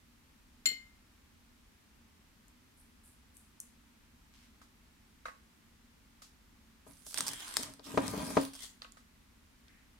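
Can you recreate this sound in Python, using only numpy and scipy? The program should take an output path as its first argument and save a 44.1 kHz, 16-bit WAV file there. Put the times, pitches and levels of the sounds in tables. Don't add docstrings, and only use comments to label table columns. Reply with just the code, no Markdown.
import sys
import numpy as np
from scipy import signal
from scipy.fft import rfft, irfft
from scipy.io import wavfile
from scipy.ndimage import map_coordinates

SR = 44100
rng = np.random.default_rng(int(sys.argv[2]) if len(sys.argv) > 2 else 0)


def master_out(mix):
    frames = np.transpose(np.atleast_2d(mix))
    ceiling = np.clip(frames, -1, 1)
    pcm = np.round(ceiling * 32767).astype(np.int16)
    wavfile.write(sys.argv[1], SR, pcm)


N = 440559
AGE = np.arange(SR) / SR
OPPOSED = np.array([[1], [-1]])

# (frequency [Hz], level [dB])
AMBIENT_SPECTRUM = [(12, -42), (20, -9.5), (32, -3.5), (68, -2), (123, -13), (222, -10.5), (277, -11),
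                    (310, -16.5), (485, -25), (780, -26.5), (849, -23), (2080, -24.5), (2750, -26.5),
                    (14700, -36.5), (16000, -44)]
# (frequency [Hz], level [dB], t60 [s], balance [dB])
JAR_MODES = [(2094, -8, .42, 5), (2126, -13, .42, 2), (2985, -23, .35, 1), (3014, -16, .33, 12),
             (4231, -5, .2, 5), (4304, -5.5, .29, 11), (7163, 1, .12, 8), (7203, -5, .16, 12),
             (7275, -2, .07, 12), (8018, -17, .13, 8), (8990, -11, .12, -1), (12730, -23, .14, 8)]
# (time [s], level [dB])
JAR_STRIKES = [(.657, -21.5), (.717, -63)]
# (frequency [Hz], level [dB], t60 [s], balance [dB])
TABLE_MODES = [(121, -10, .24, 0), (154, -12, .18, 0), (192, -19, .16, 1), (272, 1, .32, 1),
               (295, -3, .21, -1), (371, -4, .13, -4), (451, -11, .2, 1), (541, -3, .18, 9),
               (621, -2, .13, 7), (787, -6, .11, 4), (900, -5, .12, 3), (1098, -7, .13, -5),
               (1195, -9, .1, -1), (1280, -14, .16, 1), (1586, -10, .11, 2), (1778, -13, .16, 4),
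               (2270, -15, .12, -2), (2470, -16, .14, -2), (2850, -17, .1, 0), (3550, -13, .1, 0)]
# (time [s], level [dB], contact time [ms])
TABLE_BUMPS = [(0.663, -50, 2.8), (0.716, -49, 4.1), (6.866, -59.5, 0.53), (7.065, -64, 0.91),
               (7.592, -47.5, 1.7), (7.794, -59.5, .4), (7.941, -39, 2.1), (7.9746, -28, 0.29),
               (8.137, -39.5, .9), (8.178, -34.5, 3), (8.304, -47.5, 0.31), (8.3695, -25, 0.42)]
# (time [s], level [dB], centre [Hz], balance [dB])
TOOL_TAPS = [(2.482, -55, 8000, 10), (3.3688, -49, 8500, 14), (3.602, -31, 8300, 4.5),
             (3.614, -49, 8400, -8), (7.795, -47, 4120, 4.5), (8.8198, -38, 3560, -5),
             (8.846, -43.5, 2760, 7), (8.921, -47.5, 7500, -8), (9.682, -52, 4470, 2)]
# (time [s], duration [s], level [dB], centre [Hz], half-width [octaves])
BRUSH_STROKES = [(2.764, 0.04, -67, 9700, .3), (3.031, 0.066, -64.5, 9350, .35),
                 (3.337, 0.076, -67, 9400, .35), (4.329, .11, -67, 2760, 1.3),
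                 (8.594, 0.031, -60, 2010, 0.13), (9.669, 0.15, -70.5, 1952, 0.41)]
# (frequency [Hz], level [dB], t60 [s])
POT_MODES = [(508, -6, 0.08), (680, -2.5, 0.032), (1070, -19, 0.056), (1108, -6.5, 0.14), (1254, 2, 0.06),
             (1540, -1.5, 0.028), (1614, -19.5, 0.26), (1960, -18, 0.2), (2060, -13.5, 0.11),
             (3920, -8, 0.029)]
# (time [s], ring level [dB], scuff level [dB])
POT_KNOCKS = [(4.615, -65, -63.5), (5.2553, -44.5, -55.5), (5.283, -51.5, -83), (6.219, -63.5, -52.5),
              (8.818, -58, -59.5), (8.846, -57, -74), (8.97, -63.5, -64)]
# (time [s], duration [s], level [dB], tilt [dB/octave], balance [dB])
PLASTIC_DRAGS = [(6.854, .19, -64, 18, -6.5), (7.044, 0.14, -51.5, 11.5, -3), (7.135, .25, -48.5, -2, -1),
                 (7.381, 0.26, -46.5, -1.9, -2.5), (7.827, 0.26, -54, 0, -3.5),
                 (8.009, 0.35, -49, 4.5, -0.5), (8.351, 0.079, -44.5, 0, -0.5), (8.525, 0.07, -54, 3, -3),
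                 (8.6, .045, -48, 2.5, 1)]
# (frequency [Hz], level [dB])
DRAG_SPECTRUM = [(180, -39.5), (300, -10), (360, -16), (656, -19), (994, -5), (2480, -9.5), (3290, 0.5),
                 (3700, -3), (6000, -7), (9390, -5.5), (16000, -19)]
# (time [s], duration [s], level [dB])
TABLE_SHOVES = [(6.864, 0.03, -59), (7.159, .17, -54), (7.579, 0.12, -50), (7.847, 0.13, -47.5),
                (7.968, 0.15, -39), (8.119, 0.11, -37.5), (8.239, 0.2, -42)]
# (frequency [Hz], level [dB])
SLIP_SPECTRUM = [(40, 3.5), (130, 5), (250, 2.5), (420, -10), (1200, -3.5), (2500, -1.5), (5000, -20.5)]
# (time [s], level [dB], run length [s], balance [dB])
CREASES = [(7.066, -37.5, 0.00029, -4), (7.1433, -24.5, 0.0013, -6), (7.1756, -23.5, 0.016, -8.5),
           (7.207, -16.5, 0, 2), (7.2671, -27, 0.025, -1.5), (7.334, -27, 0.002, 7), (7.5404, -33, 0, 10),
           (7.569, -14.5, 0.0004, 5.5), (7.6327, -25, 0.004, -5.5), (7.737, -38.5, 0.0045, -3),
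           (8.08, -28, 0.0038, 9), (8.304, -35, 0.0012, -1), (8.4512, -32.5, 0.0027, -4),
           (8.535, -40, 0.026, 1), (8.624, -42.5, 0.022, 14)]
# (frequency [Hz], level [dB])
SNAP_SPECTRUM = [(180, -49.5), (300, -11), (1120, -2), (2980, -6.5), (5080, 2.5), (7080, -3), (8790, 5),
                 (11100, -7.5), (12300, -5.5), (16000, -20.5)]
# (frequency [Hz], level [dB])
WALL_SPECTRUM = [(100, -4.5), (4000, -0.5), (15000, -2)]


def undb(db):
    return 10 ** (np.asarray(db) / 20)


def unit(x):
    return x / np.sqrt(np.mean(x ** 2))


def fade(t60):
    return np.exp(-np.log(1000) * AGE / t60)


def swell(length, attack, release_t60):
    release = np.exp(-np.log(1000) * np.maximum(AGE - length, 0) / release_t60)
    return np.clip(AGE / attack, 0, 1) * release


def pan(db):
    return undb(OPPOSED * db / 2)


def add(out, time, sound):
    start = int(time * SR)
    out[:, start:start + sound.shape[1]] += sound[:, :N - start]


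def noise(size, coherence):
    share = np.clip(coherence, -.9, .9)
    mid, side = rng.standard_normal((2, size))
    side = signal.sosfilt(signal.butter(1, 330, "high", fs=SR, output="sos"), side)
    return np.sqrt((1 + share) / 2) * mid + np.sqrt((1 - share) / 2) * side * OPPOSED


def tint(x, spectrum):
    size = 8192
    hz, db = np.transpose(spectrum)
    bins_hz = np.maximum(np.fft.rfftfreq(size, 1 / SR), 1)
    gain = undb(np.interp(np.log(bins_hz), np.log(hz), db))
    cepstrum = irfft(np.log(gain))
    cepstrum[1:size // 2] *= 2
    cepstrum[size // 2 + 1:] = 0
    response = irfft(np.exp(rfft(cepstrum)))
    return signal.fftconvolve(x, response[None] / np.linalg.norm(response), axes=1)[:, :x.shape[1]]


def hump(hz, octaves):
    grid_hz = np.geomspace(20, SR / 2, num=600)
    detuning = np.log2(grid_hz / hz) / octaves
    db = -20 * np.log10(1 + detuning ** 4 / 2 + detuning ** 2 / 2)
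    return np.c_[grid_hz, np.maximum(db, -80)]


def ring(modes, spread_rad):
    out = 0
    for k, (hz, db, t60, *balance) in enumerate(modes):
        lead = spread_rad * min(hz / 600, 1) * rng.choice([-1, 1]) * OPPOSED
        gain = (-1) ** k * undb(db) * pan(sum(balance))
        out = out + gain * fade(t60) * np.sin(2 * np.pi * hz * AGE + lead)
    return out


def friction(per_s, scatter_db, smooth_db, coherence):
    onsets = rng.random(SR) < per_s / SR
    sizes = undb(scatter_db * np.minimum(rng.exponential(size=SR), 3))
    slips = unit(onsets * sizes * noise(SR, coherence))
    return unit(slips + undb(smooth_db) * noise(SR, coherence))


def ambience():
    drone = tint(noise(N, coherence=1), hump(232, .12))
    background = tint(noise(N, coherence=.05), AMBIENT_SPECTRUM)
    return undb(-62) * background + undb(-73.5) * drone


def jar_clinks():
    out = np.zeros((2, N))
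    glass = ring(JAR_MODES, spread_rad=.94)
    crack_decay = undb(-2) * fade(.013) + undb(-17.5) * fade(.29)
    for time, db in JAR_STRIKES:
        crack = tint(noise(SR, .12) * crack_decay, hump(3200, .99))
        rattle = tint(noise(SR, .32) * fade(.2), hump(13000, .13))
        contact = pan(3.5) * (crack + undb(-22) * rattle)
        add(out, time, undb(db) * (undb(-3) * glass + contact))
    return out


def tabletop():
    clatter_decay = undb(5) * fade(.049) + undb(-13) * fade(.16)
    clatter = tint(noise(SR, .099) * clatter_decay, hump(760, .85))
    thud = tint(noise(SR, .96) * fade(.048), hump(143, 2.9))
    board = ring(TABLE_MODES, spread_rad=1) + clatter + undb(8.5) * thud
    radiation = signal.butter(2, 120, "high", fs=SR, output="sos")
    return signal.sosfilt(radiation, board)


def push(wood, contact_ms):
    force = AGE * np.exp(-2 * np.pi * 1000 * AGE / contact_ms)
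    return signal.fftconvolve(wood, force[None] / force.sum(), axes=1)[:, :SR]


def table_bumps(wood):
    out = np.zeros((2, N))
    for time, db, contact_ms in TABLE_BUMPS:
        slips = friction(per_s=500, scatter_db=2, smooth_db=-1.5, coherence=.11)
        jolt = tint(slips * fade(.18), hump(3800, .7))
        add(out, time, undb(db) * (push(wood, contact_ms) + undb(-19) * jolt))
    return out


def tool_taps():
    out = np.zeros((2, N))
    for time, db, hz, balance in TOOL_TAPS:
        tick = pan(balance) * noise(SR, .27) * fade(.0095)
        shiver = undb(-28) * noise(SR, .27) * fade(.15)
        add(out, time, undb(db) * tint(tick + shiver, hump(hz, octaves=.47)))
    return out


def brush_strokes():
    out = np.zeros((2, N))
    for time, length, db, hz, octaves in BRUSH_STROKES:
        slips = friction(per_s=490, scatter_db=3.5, smooth_db=1.5, coherence=.14)
        scratch = tint(slips, hump(hz, octaves))
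        add(out, time, undb(db) * scratch * swell(length, attack=.01, release_t60=.33))
    return out


def pot_knocks():
    out = np.zeros((2, N))
    scuff_envelope = swell(0, attack=.0017, release_t60=.22)
    for time, ring_db, scuff_db in POT_KNOCKS:
        contact = tint(noise(SR, .1) * fade(.081), hump(1370, .72))
        scuff = tint(noise(SR, .24) * scuff_envelope, hump(4900, 1))
        knock = undb(6) * ring(POT_MODES, spread_rad=.89) + undb(4) * contact
        add(out, time, undb(ring_db) * knock + undb(scuff_db) * scuff)
    return out


def wander(x, depth_db, per_s, per_octave):
    hz, times, bands = signal.stft(x, SR, nperseg=512)
    place = np.meshgrid(per_octave * np.log2(1 + hz / hz[1]), per_s * times, indexing="ij")
    drift = map_coordinates(rng.standard_normal((64, 128)), place, order=1, mode="mirror")
    return signal.istft(bands * undb(depth_db * drift), SR)[1][:, :x.shape[1]]


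def plastic_rustle():
    out = np.zeros((2, N))
    hz, spectrum_db = np.transpose(DRAG_SPECTRUM)
    pivot_hz = 7000
    octaves = np.minimum(np.log2(hz / pivot_hz), 0)
    for time, length, db, tilt, balance in PLASTIC_DRAGS:
        slips = friction(per_s=700, scatter_db=.5, smooth_db=2, coherence=.042)
        rustle = tint(slips, np.c_[hz, spectrum_db + tilt * octaves])
        rustle = unit(wander(rustle, depth_db=4.5, per_s=22, per_octave=4))
        envelope = swell(length, attack=.025, release_t60=.25)
        add(out, time, undb(db) * pan(balance) * rustle * envelope)
    return out


def groan(length, start_hz=300.2, end_hz=129.5, roughness_hz=35):
    hz = start_hz * (end_hz / start_hz) ** np.minimum(AGE / length, 1)
    lowpass = signal.butter(2, roughness_hz, fs=SR, output="sos")
    rough = signal.sosfilt(lowpass, rng.standard_normal((2, SR)))
    phase = 2 * np.pi * np.cumsum(hz) / SR
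    return unit(rough[0] * np.cos(phase) + rough[1] * np.sin(phase))


def table_slides(wood):
    out = np.zeros((2, N))
    for time, length, db in TABLE_SHOVES:
        effort = undb(db) * swell(length, attack=.019, release_t60=.2)
        slips = friction(per_s=400, scatter_db=-.5, smooth_db=.5, coherence=.95)[:1]
        force = tint(slips, SLIP_SPECTRUM) * effort
        rumble = signal.fftconvolve(force, wood / np.linalg.norm(wood[0]), axes=1)[:, :SR]
        add(out, time, undb(-7.5) * rumble + undb(-10) * effort * groan(length))
    return out


def snaps(gap_s=.0045, crackles_per_s=55):
    for time, db, run_length, balance in CREASES:
        yield time, db, balance
        delay = 0
        for gap, strength, place in rng.standard_normal((12, 3)):
            delay += gap_s * np.exp(.25 * gap)
            if delay < run_length:
                yield time + delay, db + 3 * strength, balance + 4 * place
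    for time, length, db, _, balance in PLASTIC_DRAGS:
        count = int(crackles_per_s * length)
        for when, strength, place in rng.uniform(-.92, 1, size=(30, 3))[:count]:
            yield time + length * (when + 1) / 2, db + 8 + 4.5 * strength, balance + 4 * place


def plastic_crinkles(wood):
    sheet, blows = np.zeros((2, N)), np.zeros((1, N))
    size = 4096
    shake = (undb(-.5) * fade(.0045) + undb(-9.5) * fade(.025))[:size]
    buckle = undb(-1.5) * fade(.0022)[:size]
    for time, db, balance in list(snaps()):
        hz = rng.uniform(5000, 10500)
        pop = buckle * np.sin(2 * np.pi * hz * AGE[:size] + .95 * OPPOSED)
        add(sheet, time, undb(db) * pan(balance) * (pop + shake * noise(size, .66)))
        blows[0, int(time * SR)] += undb(db - 35)
    thumps = signal.fftconvolve(blows, push(wood, contact_ms=2.6), axes=1)[:, :N]
    return undb(-4) * tint(sheet, SNAP_SPECTRUM) + thumps


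def reverberation(x, wet_db, t60):
    tail = tint(noise(SR, 0) * fade(t60) * (AGE > .003), WALL_SPECTRUM)
    tail /= np.linalg.norm(tail, axis=1, keepdims=True)
    return undb(wet_db) * signal.fftconvolve(x, tail, axes=1)[:, :N]


def scene():
    wood = tabletop()
    close = jar_clinks() + table_bumps(wood) + table_slides(wood)
    small = pot_knocks() + tool_taps() + plastic_crinkles(wood) + plastic_rustle() + brush_strokes()
    to_walls = small + undb(-9) * close
    return close + small + reverberation(to_walls, wet_db=-8.5, t60=.34) + ambience()


def record(dry):
    return signal.sosfilt(signal.ellip(10, .2, 80, 15900, fs=SR, output="sos"), dry)


dry = scene()
out = record(dry)
master_out(out)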